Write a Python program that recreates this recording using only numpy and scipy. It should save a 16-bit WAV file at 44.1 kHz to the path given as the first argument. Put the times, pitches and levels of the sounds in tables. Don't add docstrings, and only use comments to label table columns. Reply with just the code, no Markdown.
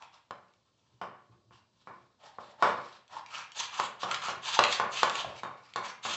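import sys
import numpy as np
from scipy import signal
from scipy.fft import rfft, irfft
from scipy.io import wavfile

SR = 44100
rng = np.random.default_rng(int(sys.argv[2]) if len(sys.argv) > 2 else 0)


def store_pcm(level_fs):
    pcm = np.round(np.clip(level_fs, -1, 1) * 32767).astype(np.int16)
    wavfile.write(sys.argv[1], SR, np.atleast_2d(pcm).T)


N = 271876

# freq_hz, t60_s
ROOM_DECAY = [(100, 0.64), (260, 0.64), (700, 0.51), (1100, 0.46), (2000, 0.57), (4000, 0.38), (8000, 0.29)]
# freq_hz, gain_db
AIR_EQ = [(25, -15), (60, -16), (115, 9.5), (220, -8), (330, -3.5), (600, 1.5), (1100, -20), (1800, -25.5),
          (4000, -5), (7500, -12.5)]
# fastest_s, rise_s, fall_s, level_db,
# rub_offset_db, hollow_hz, rasp_hz
SPOON_STROKES = [(0.02, 0.077, 0.065, -63.5, 12.5, 950, 3450), (0.15, 0.046, 0.053, -63.5, 5.5, 1000, 3450),
                 (0.679, .04, 0.049, -77.5, 1.5, 1010, 3520), (1.545, 0.048, 0.078, -63.5, -1, 1020, 2880),
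                 (1.879, 0.28, 0.3, -75, -4, 1040, 3800), (2.274, .11, 0.068, -61, 6.5, 764, 3360),
                 (2.459, 0.16, 0.17, -62.5, 6.5, 836, 3630), (2.672, 0.11, 0.1, -51.5, 11.5, 957, 3580),
                 (2.869, 0.18, 0.19, -59, 1, 1067, 3810), (3.17, 0.098, 0.056, -54.5, 9.5, 960, 3500),
                 (3.37, 0.11, 0.12, -47.5, 3, 1216, 2530), (3.595, .06, 0.11, -37.5, -5, 970, 3620),
                 (3.802, 0.11, 0.11, -39, 1, 1120, 3150), (4.03, .045, 0.039, -41.5, -1, 1127, 3480),
                 (4.13, 0.096, 0.062, -45.5, 7, 1220, 3160), (4.27, 0.092, 0.074, -38.5, 3, 1266, 2910),
                 (4.49, 0.084, 0.16, -35.5, -5.5, 1088, 3350),
                 (4.73, 0.063, 0.061, -33.5, -9.5, 1200, 3630), (4.98, 0.098, 0.16, -36, -7.5, 1076, 3040),
                 (5.19, 0.11, 0.055, -40.5, 3, 1160, 3230), (5.299, 0.072, 0.11, -60.5, 13, 643, 2870),
                 (5.385, 0.052, 0.029, -47.5, -10, 740, 2610), (5.66, 0.27, 0.24, -67.5, 1, 1113, 2170),
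                 (5.872, 0.056, 0.058, -42, 0.5, 1116, 2200), (6.061, 0.04, 0.15, -36, -12, 1066, 3620),
                 (6.16, 0.16, .08, -40.5, -1.5, 1175, 2970)]
# stroke_db, pitch_hz
UPPER_RASP_PITCH = [(-50.5, 5300), (-40.5, 6480)]
# freq_hz, gain_db
RASP_EQ = [(100, -24.5), (350, -35), (900, -20.5), (1500, 0.5), (1950, -4), (2800, 4), (3700, 1), (4700, 1),
           (5500, -9), (6500, -6.5), (7600, -5.5), (9000, -37)]
# freq_hz, gain_db
RUB_EQ = [(50, -60), (150, -19), (330, -33.5), (550, -16.5), (780, -4.5), (1000, 0), (1130, -3),
          (1350, -4.5), (1900, -10.5), (4000, -38)]
# start_s, level_db, pitch_hz
SPOON_CLICKS = [(0.023, -38.5, 2680), (0.143, -47, 3560), (.483, -60, 2290), (.537, -55, 2130),
                (3.079, -46, 5960), (3.262, -35.5, 2390), (3.519, -36, 3940), (3.6058, -22.5, 3140),
                (4.1128, -19, 3250), (4.144, -19, 3260), (4.3025, -42, 2990), (4.638, -8, 3230),
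                (4.712, -31, 2900), (4.726, -14, 3260), (5.0967, -19, 2620), (5.1547, -20.5, 2520),
                (5.737, -34.5, 2180)]
# freq_hz, gain_db
CRACK_EQ = [(60, -56.5), (600, -19), (1500, -7), (2000, 0), (2900, 5.5), (4500, 1), (5700, -6),
            (7500, -6.5), (9000, -44)]
# start_s, level_db, centre_hz, crack_offset_db, reverb_send
BOWL_KNOCKS = [(0.308, -25.5, 1050, -11, 0.62), (1.014, -25.5, 1050, -13, 1.53), (1.323, -57, 719, -9, 2),
               (1.508, -47.5, 1200, -25, 1.37), (1.872, -33, 1190, -19, 1.55),
               (2.385, -27.5, 760, -27.5, 0.71), (2.624, -9, 1090, -13.5, 1.83),
               (3.798, -13.5, 1130, -7.5, 0.66), (4.032, -20, 960, -9, 1.5), (4.284, -21, 1150, -6.5, 1.46),
               (4.59, -4, 1030, -5, 0.89), (4.599, -10.5, 880, -23, 0.79), (4.798, -12.5, 1200, -14, 1.16),
               (5.031, -5.5, 1130, -7.5, 0.76), (5.246, -30, 670, -29, 1.2),
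               (5.433, -22.5, 1150, -12.5, 1.34), (5.759, -19.5, 1120, -6.5, 1.31),
               (6.051, -23.5, 1150, -23, 1.82)]
# pitch_hz, level_db, t60_s
KNOCK_MODES = [(553, -13.5, 0.023), (590.6, -18, 0.15), (777.5, 5, 0.0088), (896, -2, 0.02),
               (1050, 8.5, 0.013), (1110, -21, 0.25), (1471, 3.5, 0.015), (1651, -7.5, 0.027),
               (2317, 3.5, 0.0093)]
# pitch_hz, level_db, t60_s
TABLE_MODES = [(105, -16.5, 0.11), (130.6, -1, 0.21), (186.4, 6.5, 0.12), (222, 2.5, 0.16),
               (276.5, 4, 0.054), (352, 0, 0.31), (506, -35.5, .09)]
# start_s, level_db, length_s
ARM_BUMPS = [(0.566, -68, 0.025), (.925, -58.5, 0.025), (1.284, -53.5, 0.032), (1.388, -61.5, 0.19),
             (1.526, -60, 0.04), (4.407, -60.5, 0.044), (5.245, -44, 0.029), (5.33, -65, 0.034)]
# start_s, level_db, pitch_hz, length_s
SPOON_CHATTERS = [(3.165, -30.5, 962, 0.0083), (3.605, -29, 1004, 0.0085), (3.79, -25, 934, 0.0089),
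                  (4.568, -24.5, 873, 0.0085), (5.244, -29, 688, 0.0088)]
# freq_hz, gain_db
MICROPHONE_EQ = [(25, -31.5), (50, -4.5), (90, 1), (8000, -3)]


def amp(db):
    return 10 ** (np.asarray(db) / 20)


def unit_rms(x):
    return x / np.sqrt(np.mean(x ** 2) + 1e-20)


def unit_peak(x):
    return x / (abs(x).max() + 1e-20)


def curve_at(points, hz):
    freqs, values = np.transpose(points)
    return np.interp(np.log(hz + 1), np.log(freqs), values)


def add(mix, start_s, sound):
    part = mix[max(round(start_s * SR), 0):][:len(sound)]
    part += sound[:len(part)]


def colour(x, eq, size=4096):
    log_gain = np.log(amp(curve_at(eq, abs(np.fft.fftfreq(size, 1 / SR)))))
    taps = np.fft.ifft(np.exp(np.conj(signal.hilbert(log_gain)))).real[:size // 2]
    return signal.fftconvolve(x, taps)[:len(x)]


def wander(rate_hz):
    hz = np.fft.rfftfreq(N, 1 / SR)
    return unit_rms(irfft(rfft(rng.standard_normal(N)) / (1 + (hz / rate_hz) ** 4), N))


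def resonate(x, hz, width_hz):
    carrier = np.exp(2j * np.pi * np.cumsum(hz) / SR)
    pole = np.exp(-np.pi * width_hz / SR)
    smoothed = signal.lfilter([1], [1, -2 * pole, pole * pole], x / carrier)
    return unit_rms((carrier * smoothed).real)


def in_room(x, wet, predelay_s=0.0017, echoes_per_s=3000, size=256):
    t = np.arange(SR) / SR
    echoes = rng.choice([-1., 1.], SR) * (rng.random(SR) < echoes_per_s / SR) * (t > predelay_s)
    hz, age_s, bands = signal.stft(echoes, SR, nperseg=size)
    decay = amp(-60 * age_s / curve_at(ROOM_DECAY, hz)[:, None])
    tail = signal.istft(bands * decay, SR, nperseg=size)[1]
    return x + wet * signal.fftconvolve(x, tail / np.linalg.norm(tail))[:len(x)]


def room_tone(air_db=-75, rumble_db=-80):
    air = amp(air_db) * unit_rms(colour(rng.standard_normal(N), AIR_EQ))
    rumble_eq = [(30, -11.5), (70, -4.5), (130, -2), (240, -5), (400, -11.5), (2000, -51)]
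    rumble = unit_rms(colour(rng.standard_normal(N), rumble_eq))
    return air + amp(rumble_db + 2 * wander(5)) * rumble


def stroke_curves(climb_octaves_per_s=0.84):
    t = np.arange(N) / SR
    rasp_env, rub_env, pitches, weights = np.zeros(N), np.zeros(N), np.zeros((3, N)), np.zeros(N)
    for fastest_s, rise_s, fall_s, level_db, rub_offset_db, hollow_hz, rasp_hz in SPOON_STROKES:
        since_s = np.clip(t - fastest_s, -rise_s, fall_s)
        speed = np.cos(np.pi / 2 * since_s / np.where(since_s < 0, rise_s, fall_s))
        swell = amp(level_db) * speed ** 2
        rasp_env = np.hypot(rasp_env, swell)
        rub_env = np.hypot(rub_env, amp(rub_offset_db) * swell)
        climbing_hz = hollow_hz * 2 ** (climb_octaves_per_s * since_s)
        upper_hz = np.interp(level_db, *np.transpose(UPPER_RASP_PITCH))
        weight = swell + 1e-12
        weights += weight
        pitches += [weight * climbing_hz, weight * rasp_hz, weight * upper_hz]
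    return rasp_env, rub_env, pitches / weights


def friction(slips_per_s, spread_db, hiss):
    sizes = amp(spread_db * np.minimum(rng.exponential(1, N), 4))
    slips = sizes * rng.choice([-1., 1.], N) * (rng.random(N) < slips_per_s / SR)
    return unit_rms(unit_rms(slips) + hiss * rng.standard_normal(N))


def stirring(rasp_db=-1.5, lower_db=-4, upper_db=-9, rub_db=-6, hollow_db=-3, creep_db=-86):
    rasp_env, rub_env, (hollow_hz, lower_hz, upper_hz) = stroke_curves()
    rasp = amp(rasp_db) * unit_rms(colour(friction(1700, spread_db=1, hiss=1), RASP_EQ))
    for hz, width_hz, level_db in [(lower_hz, 1050, lower_db), (upper_hz, 1200, upper_db)]:
        waver = amp(level_db + 2.6 * wander(25))
        grit = friction(2200, spread_db=8.5, hiss=0.92)
        rasp += waver * resonate(grit, hz * (1 + 0.044 * wander(29)), width_hz)
    rub = amp(rub_db) * unit_rms(colour(friction(2100, spread_db=0.5, hiss=0.87), RUB_EQ))
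    drag = friction(1800, spread_db=2.5, hiss=0.8)
    rub += amp(hollow_db) * resonate(drag, hollow_hz * (1 + 0.056 * wander(11)), width_hz=357)
    creep = amp(creep_db + 2.8 * wander(3.1))
    judder = amp(2.5 * wander(32))
    scrape = np.hypot(rasp_env, creep) * rasp + np.hypot(rub_env, creep) * rub
    return in_room(judder * scrape, wet=0.66)


def ring(modes, t, detune):
    out = np.zeros(len(t))
    for pitch_hz, level_db, t60_s in modes:
        shifted_hz = pitch_hz * (1 + detune * (2 * rng.random() - 1))
        out += amp(level_db - 60 * t / t60_s) * np.sin(2 * np.pi * shifted_hz * t)
    return out


def spoon_clicks(slip_s=0.0018, tone_db=-8, tone_t60_s=0.009):
    out, t = np.zeros(N), np.arange(SR // 2) / SR
    for start_s, level_db, pitch_hz in SPOON_CLICKS:
        snap = unit_peak(colour(rng.standard_normal(len(t)) * np.exp(-t / slip_s), CRACK_EQ))
        tone = ring([(pitch_hz, tone_db, tone_t60_s)], t, detune=0.01)
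        add(out, start_s, amp(level_db) * in_room(unit_peak(snap + tone), wet=0.82))
    return out


def crack(t, decay_s=0.003):
    burst = 0.15 * rng.standard_normal(len(t)) * np.exp(-t / decay_s)
    burst[0] = 1
    return unit_peak(colour(burst, CRACK_EQ))


def bowl_knocks(attack_s=0.00087, thud_db=-34, thud_slope=0.55, crack_db=4, crack_delay_s=0.001182):
    out, t = np.zeros(N), np.arange(SR) / SR
    attack = 1 - np.exp(-(t / attack_s) ** 2)
    body_eq = [(40, -35), (150, -5.5), (330, -6.5), (500, 1), (3000, -5)]
    thud_eq = [(30, -22), (100, -2), (500, -0.5)]
    for start_s, level_db, centre_hz, crack_offset_db, reverb_send in BOWL_KNOCKS:
        modes = [(hz, db - 6 * np.log2(hz / centre_hz) ** 2, t60_s) for hz, db, t60_s in KNOCK_MODES]
        body = unit_peak(colour(ring(modes, t, detune=0.014) * attack, body_eq))
        thud = unit_peak(colour(ring(TABLE_MODES, t, detune=0.0049), thud_eq))
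        blow = amp(level_db) * body + amp(thud_db + thud_slope * level_db) * thud
        add(out, start_s, in_room(blow, reverb_send))
        bite = in_room(crack(t), wet=0.83 * reverb_send)
        add(out, start_s + crack_delay_s, amp(level_db + crack_offset_db + crack_db) * bite)
    return out


def arm_bumps(trim_db=-1):
    out = np.zeros(N)
    bump_eq = [(50, -12.5), (95, 1), (125, 6.5), (200, -24.5), (350, -7), (900, -46), (4000, -54)]
    for start_s, level_db, length_s in ARM_BUMPS:
        push = np.zeros(SR // 2)
        swell = signal.windows.hann(int(length_s * SR))
        add(push, 0, swell * rng.standard_normal(len(swell)))
        add(out, start_s, amp(level_db + trim_db) * unit_peak(colour(push, bump_eq)))
    return in_room(out, wet=0.5)


def spoon_chatters():
    out = np.zeros(N)
    for start_s, level_db, pitch_hz, length_s in SPOON_CHATTERS:
        t = np.arange(0, length_s, 1 / SR)
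        swell = signal.windows.hann(len(t))
        add(out, start_s, amp(level_db) * swell * np.sin(2 * np.pi * pitch_hz * t))
    return in_room(out, wet=0.66)


def scene():
    mix = bowl_knocks() + spoon_clicks() + spoon_chatters() + stirring() + arm_bumps() + room_tone()
    return mix[None]


def record(dry, cutoff_hz=8100):
    thin = colour(dry[0], MICROPHONE_EQ)
    lowpass = signal.firwin(191, cutoff_hz, window=("kaiser", 8), fs=SR)
    return signal.oaconvolve(thin, lowpass, "same")[None]


dry = scene()
out = record(dry)
store_pcm(out)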